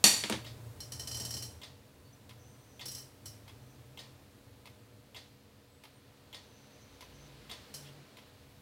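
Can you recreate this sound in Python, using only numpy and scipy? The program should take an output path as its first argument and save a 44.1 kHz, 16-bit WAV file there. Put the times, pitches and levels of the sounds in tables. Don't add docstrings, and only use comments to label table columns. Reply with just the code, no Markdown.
import sys
import numpy as np
from scipy import signal
from scipy.fft import rfft, irfft, next_fast_len
from scipy.io import wavfile

SR = 44100
rng = np.random.default_rng(int(sys.argv[2]) if len(sys.argv) > 2 else 0)


def digitize_waveform(pressure):
    field = np.atleast_2d(pressure).T
    bounded = np.clip(field, -1, 1)
    quanta = np.round(bounded * 32767).astype(np.int16)
    wavfile.write(sys.argv[1], SR, quanta)


N = 379701
TIME_S = np.arange(N) / SR


def from_db(db):
    return 10 ** (np.asarray(db) / 20)


def curves(rows):
    time_s, *columns = np.transpose(rows)
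    return [np.interp(TIME_S, time_s, column) for column in columns]


def add(out, start_s, sound):
    at = max(0, round(start_s * SR))
    out[at:at + len(sound)] += sound[:max(0, N - at)]


def noise(colour, size=N):
    hz, db = np.transpose(colour)
    length = next_fast_len(size)
    bins_hz = np.maximum(np.fft.rfftfreq(length, 1 / SR), 1)
    gain = from_db(np.interp(np.log(bins_hz), np.log(hz), db)) * np.minimum(bins_hz / hz[0], 1) ** 2
    shaped = irfft(rfft(rng.standard_normal(length)) * gain, length)[:size]
    return shaped / np.sqrt(np.mean(shaped ** 2) + 1e-20)


def flutter(rate_hz, size):
    return noise([(rate_hz / 8, 0), (rate_hz, 0), (3 * rate_hz, -40), (10 * rate_hz, -120)], size)


def sine(pitch_hz):
    return np.sin(2 * np.pi * np.cumsum(pitch_hz) / SR)


def butter(order, cutoff_hz, kind):
    return signal.butter(order, cutoff_hz, kind, fs=SR, output="sos")


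def resonate(x, peaks):
    return x + sum(from_db(db) * signal.lfilter(*signal.iirpeak(hz, hz / width_hz, fs=SR), x)
                   for hz, width_hz, db in peaks)


def contact(colour, t60_s, tail_db, tail_t60_s, size=24576):
    t = TIME_S[:size]
    wash = noise(colour, size)
    low = signal.sosfilt(butter(1, 3000, "low"), wash)
    tail = low * from_db(-60 * t / tail_t60_s) + (wash - low) * from_db(-60 * t / (0.88 * tail_t60_s))
    return noise(colour, size) * from_db(-60 * t / t60_s) + from_db(tail_db) * tail


def ring(modes, spread_db, beat_hz, low_db=0, detune_hz=0, size=24576):
    t = TIME_S[:size]
    hz, db, t60_s = np.transpose(modes)[:, :, None]
    db = db + spread_db * rng.standard_normal(hz.shape) + low_db * (hz < 4600)
    hz = hz + detune_hz * rng.standard_normal(hz.shape)
    twin_hz = hz + beat_hz * rng.uniform(-1, 1, hz.shape)
    main, twin = (np.sin(2 * np.pi * f * t + np.pi * rng.integers(0, 2, hz.shape)) for f in (hz, twin_hz))
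    return np.sum(from_db(db - 60 * t / t60_s) * (main + 0.5 * twin), axis=0)


# time_s, rumble_db, air_db
ROOM_LEVELS = [(0.45, -55, -56.5), (0.88, -56.5, -57.5), (1.31, -56, -53), (1.7, -63.5, -62),
               (3.54, -61, -60), (5.78, -67, -65), (7.87, -63, -58), (8.05, -68.5, -60),
               (8.6, -59.5, -64.5)]
# time_s, level_db
RUSTLE_LEVELS = [(1.7, -69), (2.01, -71), (3.37, -69), (5.64, -70), (7.66, -60.5), (8.6, -67.5)]
# freq_hz, density_db
RUMBLE_COLOUR = [(25, -17.5), (45, -8), (60, -5), (85, 3.5), (110, 2.5), (140, 3), (165, -19.5), (250, -33)]
AIR_COLOUR = [(130, -20.5), (175, -5), (210, 0), (290, -2.5), (400, -5), (600, -6.5), (1000, -14),
              (2000, -18.5), (4000, -25.5), (8000, -25.5), (15500, -29.5)]
RUSTLE_COLOUR = [(300, -3.5), (900, 3), (1500, 4), (3000, 3.5), (4300, 4.5), (5500, -3), (8000, -11),
                 (15500, -27)]
# pitch_hz, level_db
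HUM_TONES = [(208, -68), (276, -65.5), (487, -68)]
# centre_hz, width_hz, gain_db
CASE_PEAKS = [(465, 19, -2.5), (604, 12, 0.5), (872, 18, -4), (1005, 21, 1), (1265, 14, -2)]

def room():
    rumble_db, air_db = curves(ROOM_LEVELS)
    rustle_db, = curves(RUSTLE_LEVELS)
    hum = sum(from_db(db - 2) * np.sin(2 * np.pi * hz * TIME_S) for hz, db in HUM_TONES)
    hiss = from_db(-76.5) * noise([(1000, 0), (15500, -2)])
    air = from_db(air_db - 1.5) * resonate(noise(AIR_COLOUR), CASE_PEAKS)
    rumble = from_db(rumble_db + 2.5) * noise(RUMBLE_COLOUR)
    rustle = from_db(rustle_db - 0.36) * noise(RUSTLE_COLOUR)
    return rumble + air + rustle + hum + hiss


# start_s, length_s, pitch_hz, level_db
BOOMS = [(0.299, 0.45, 116.1, -46), (0.879, 0.66, 120, -47.5), (.9, 0.75, 79.9, -54.5),
         (2.2, 0.32, 116.3, -56.5), (2.8, 0.28, 128, -55.5), (3.2, 0.37, 105.6, -55.5),
         (3.5, .75, 128.5, -57.5), (4.299, 1, 111.7, -61.5), (6.852, 0.73, 57, -61.5),
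         (7.1, .42, 142.6, -59), (7.73, .33, 141.5, -54)]

def booms(waver_hz=2.9, waver_db=1):
    out = np.zeros(N)
    for start_s, length_s, pitch_hz, db in BOOMS:
        size = int(length_s * SR)
        tone = sine(pitch_hz + waver_hz * flutter(22.3, size))
        swell = from_db(db + waver_db * flutter(3.3, size)) * signal.windows.tukey(size, 0.22)
        add(out, start_s, swell * tone)
    return out


# start_s, length_s, start_hz, end_hz, level_db
WHISTLES = [(2.032, 0.09, 4480, 4500, -69), (2.12, 0.038, 5950, 6100, -66), (2.432, .27, 8500, 8950, -76),
            (5.672, .18, 7730, 8200, -76), (5.924, .08, 8800, 8700, -73)]

def whistles(waver_hz=60, flicker_db=3):
    out = np.zeros(N)
    for start_s, length_s, start_hz, end_hz, db in WHISTLES:
        size = int(length_s * SR)
        tone = sine(np.linspace(start_hz, end_hz, size) + waver_hz * flutter(150, size))
        swell = from_db(db + flicker_db * flutter(50, size)) * signal.windows.tukey(size, 0.5)
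        add(out, start_s, swell * tone)
    return out


# start_s, length_s, level_db
CHIRRS = [(2.36, 0.47, -70), (3.603, 0.18, -76), (6.386, .62, -71), (7.005, 0.053, -64), (7.117, 0.18, -67)]

def chirrs(pitch_hz=6070, waver_hz=210, pulse_hz=135, flicker_db=2.5):
    out = np.zeros(N)
    for start_s, length_s, db in CHIRRS:
        size = int(length_s * SR)
        pulses = 1 + 0.9 * sine(pulse_hz + 12 * flutter(10, size))
        tone = sine(pitch_hz + waver_hz * flutter(500, size))
        swell = from_db(db - 0.5 + flicker_db * flutter(14, size)) * signal.windows.tukey(size, 0.25)
        add(out, start_s, swell * pulses * tone)
    return out


# freq_hz, density_db
TAP_COLOUR = [(5000, -6), (9000, 2), (11500, -6), (15500, -17)]
SCRAPE_COLOUR = [(2300, -6), (3200, 4), (4200, -10), (5500, -8), (7000, -28)]

def door_touches(tap_s=0.2978, scrape_s=7.82, scrape_length_s=0.11):
    out, size = np.zeros(N), int(scrape_length_s * SR)
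    add(out, tap_s, from_db(-32.5) * contact(TAP_COLOUR, t60_s=0.021, tail_db=-13, tail_t60_s=0.27))
    add(out, scrape_s, from_db(-58) * np.hanning(size) * noise(SCRAPE_COLOUR, size))
    return out


# start_s, level_db, ring_gain_db
SLIPS = [(0.804, -41.5, 5.5), (.920, -37.5, 3), (0.996, -37, 4.5), (1.0736, -35.5, 2), (1.113, -39, 8),
         (1.1453, -37, 5.5), (1.170, -38, -4), (1.199, -35, 4), (1.25, -35, 3.5), (1.3066, -36.5, 4),
         (1.339, -38, 7.5), (1.368, -37.5, 4), (1.424, -37, 5.5), (2.8563, -38.5, 1), (2.8818, -41, 6),
         (2.9159, -41, -5), (2.9483, -40.5, 5), (2.981, -45.5, 7), (3.257, -41.5, 4), (7.7404, -40, -4),
         (7.7453, -43.5, 2), (7.759, -52, -5)]
# freq_hz, density_db
SLIP_COLOUR = [(200, 3), (500, -2.5), (1200, -7.5), (2500, -12), (4400, -6.5), (7000, -8.5), (10500, -10.5),
               (13000, -14), (15500, -15.5)]
# pitch_hz, gain_db, t60_s
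HINGE_MODES = [(1860, -17, .28), (3045, -5.5, .17), (4205, -3, .17), (4530, -8, .2), (4995, -2, .3),
               (5480, -1, .26), (5530, -1, .24), (5665, -1.5, .3), (5950, -4, .25), (7420, -9, .2),
               (7720, -9, .2), (11400, -12, .2), (13565, -14, .2)]
# centre_hz, width_hz, gain_db
HINGE_PEAKS = [(3040, 60, 15), (3170, 90, 5), (4215, 70, 14), (5000, 70, 13), (5510, 80, 19),
               (5680, 80, 19), (5950, 50, 14), (6270, 70, 15), (6560, 110, 12), (7430, 90, 14),
               (7750, 180, 11), (8330, 380, 11), (8950, 250, 8), (9560, 250, 9), (10050, 200, 10),
               (10550, 380, 12), (12000, 500, 5), (13700, 300, 10), (14150, 200, 11)]
# time_s, low_modes_db, treble_db
HINGE_TONE = [(1.2, 2.5, -0.5), (3.0, -2, 5), (7.7, 5, 1.5)]

def hinge():
    snaps, metal = np.zeros(N), np.zeros(N)
    low_db, treble_db = curves(HINGE_TONE)
    for start_s, db, ring_db in SLIPS:
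        snap = contact(SLIP_COLOUR, t60_s=0.081, tail_db=-4.5, tail_t60_s=0.43)
        add(snaps, start_s, from_db(db - 12.5) * snap)
        modes = ring(HINGE_MODES, spread_db=1.5, beat_hz=69.4, detune_hz=8.3, size=16384,
                     low_db=np.interp(start_s, TIME_S, low_db))
        add(metal, start_s, from_db(db + ring_db - 15.5) * modes)
    snaps = resonate(snaps, HINGE_PEAKS)
    treble = signal.sosfiltfilt(butter(3, 12000, "high"), snaps)
    return snaps + (from_db(treble_db) - 1) * treble + metal


# start_s, level_db
CATCH_SNAPS = [(0.0409, -11.2), (0.0525, -22), (0.063, -22)]
# start_s, clack_db, thud_db
KNOCKS = [(0.2381, -28, -40.5), (0.2982, -31, -31), (0.3238, -28.5, -39), (0.34, -51, -37)]
# freq_hz, density_db
CATCH_COLOUR = [(90, -29), (205, -5), (400, -9), (950, -7), (1450, -10.5), (1900, -6), (2700, -3.5),
                (4400, -3), (5800, -6), (7500, -6.5), (9200, -4.5), (11000, -10), (13200, -13.5),
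                (15000, -23)]
CLACK_COLOUR = [(400, -22), (1200, -2), (2100, 1), (3500, 2), (6000, -6.5), (10000, -14.5), (15000, -36)]
THUD_COLOUR = [(80, -20), (150, -28), (210, -2), (330, 2), (550, -4), (1200, -8), (2500, -23), (6000, -22),
               (15000, -45)]
# pitch_hz, gain_db, t60_s
CATCH_MODES = [(1873, -14, .5), (2480, -15, .3), (2820, -12, .35), (3628, -8, .4), (4290, -12, .3),
               (4460, -8, .45), (4499, -3.5, .55), (4938, -13, .42), (5188, -13, .42), (5738, -7, .36),
               (5803, -8, .38), (5872, -5, .36), (6605, -12, .44), (6945, -9, .44), (7254, -10, .42),
               (7306, -9, .46), (7848, -11, .44), (8515, -10, .42), (8679, -14, .42), (9140, -11, .4),
               (10077, -15, .38), (10583, -16, .36), (11397, -14, .36), (12769, -20, .25),
               (13329, -21, .25)]
PANEL_MODES = [(203, 0, .22), (228, -6, .25), (314, -1, .16), (398, -3, .08), (511, -4.5, .08),
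               (648, -4, .09), (945, -6, .2), (1120, -9, .13)]
# centre_hz, width_hz, gain_db
CATCH_PEAKS = [(4490, 80, 11), (5790, 200, 1), (6980, 80, 5), (7290, 90, 5), (8520, 120, 0),
               (9180, 150, -1), (10640, 200, 0), (11300, 250, -1)]

def door():
    body, snaps = np.zeros(N), np.zeros(N)
    for start_s, db in CATCH_SNAPS:
        snap = contact(CATCH_COLOUR, t60_s=0.03, tail_db=-10, tail_t60_s=0.52)
        add(snaps, start_s, from_db(db - 2) * snap)
    release_s = CATCH_SNAPS[0][0]
    add(body, release_s, from_db(-21) * ring(CATCH_MODES, spread_db=0.4, beat_hz=55))
    add(body, release_s, from_db(-33) * ring(PANEL_MODES, spread_db=1, beat_hz=12))
    for start_s, clack_db, thud_db in KNOCKS:
        clack = contact(CLACK_COLOUR, t60_s=0.02, tail_db=-8.5, tail_t60_s=0.3)
        thud = contact(THUD_COLOUR, t60_s=0.095, tail_db=-9, tail_t60_s=0.32)
        panel = ring(PANEL_MODES, spread_db=0.5, beat_hz=21)
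        add(body, start_s, from_db(clack_db) * clack + from_db(thud_db - 3.5) * (thud + panel))
    body = signal.sosfilt(butter(3, 160, "high"), body)
    return body + resonate(snaps, CATCH_PEAKS)


# start_s, level_db
TICKS = [(0.446, -48.5), (1.616, -48.5), (2.794, -47), (3.9737, -48), (5.146, -48), (6.328, -48),
         (7.496, -45)]
TOCKS = [(2.293, -53), (3.479, -53), (4.6565, -52.5), (5.837, -52.5), (7.008, -49.5), (8.170, -53)]
# freq_hz, density_db
TICK_RELEASE_COLOUR = [(300, -14), (1000, -7.5), (1500, -30), (2300, -9), (3200, 0), (4500, -18),
                       (6000, -19), (7800, -18), (10500, -30), (12700, -20), (15500, -26)]
TICK_DROP_COLOUR = [(300, -6.5), (650, -2.5), (1100, -5.5), (1500, -9.5), (2000, -3.5), (2700, -5.5),
                    (3900, 1.5), (5200, -4), (6500, -8.5), (9000, -16), (10500, -18), (13600, -23),
                    (15500, -29)]
TOCK_COLOUR = [(300, -5.5), (1000, 0), (1550, -8.5), (2150, -2), (3600, 0), (5200, -5), (7500, -13.5),
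               (10800, -10.5), (13500, -12), (15500, -19)]
# pitch_hz, gain_db, t60_s
PALLET_MODES = [(2100, -6, 0.17), (3330, -3, 0.11), (7320, -16, .07), (12450, -10, .05)]
WHEEL_MODES = [(1870, -9.5, 0.3), (2075, -8.5, 0.17), (3470, -1, 0.18), (3780, 1, 0.1), (4440, -8.5, 0.27),
               (4530, -5.5, 0.21), (5060, -4, 0.17), (8900, -7, 0.13), (13450, -20, .18)]
TOCK_MODES = [(2065, -2.5, .1), (2160, -1.5, .09), (2560, -3, .08), (3270, -5, .07), (5060, -11, .06),
              (10680, -17, .08)]

def escapement(tick_drop_s=0.017, tock_drop_s=0.016):
    out = np.zeros(N)
    for start_s, db in TICKS:
        release = contact(TICK_RELEASE_COLOUR, t60_s=0.19, tail_db=-19, tail_t60_s=0.62)
        pallet = ring(PALLET_MODES, spread_db=0, beat_hz=149, size=8192)
        drop = contact(TICK_DROP_COLOUR, t60_s=0.22, tail_db=-2.5, tail_t60_s=0.55)
        wheel = ring(WHEEL_MODES, spread_db=1, beat_hz=69.3)
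        add(out, start_s, from_db(db - 1) * release)
        add(out, start_s, from_db(db - 4) * pallet)
        add(out, start_s + tick_drop_s, from_db(db - 3.5) * drop + from_db(db - 2.5) * wheel)
    for start_s, db in TOCKS:
        release = contact(TOCK_COLOUR, t60_s=0.067, tail_db=-7.5, tail_t60_s=0.43)
        drop = contact(TOCK_COLOUR, t60_s=0.05, tail_db=-16, tail_t60_s=0.4)
        add(out, start_s, from_db(db) * release)
        add(out, start_s + tock_drop_s, from_db(db + 2.5) * signal.sosfilt(butter(1, 4500, "low"), drop))
        for touch_s in (start_s, start_s + tock_drop_s):
            add(out, touch_s, from_db(db - 8) * ring(TOCK_MODES, spread_db=3, beat_hz=59.45, size=8192))
    return resonate(out, CASE_PEAKS)


def scene():
    return (escapement() + door() + door_touches() + hinge() + whistles() + chirrs() + booms() + room())[None]


def record(dry):
    return signal.sosfilt(signal.ellip(12, 0.1, 80, 15850, fs=SR, output="sos"), dry)


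dry = scene()
out = record(dry)
digitize_waveform(out)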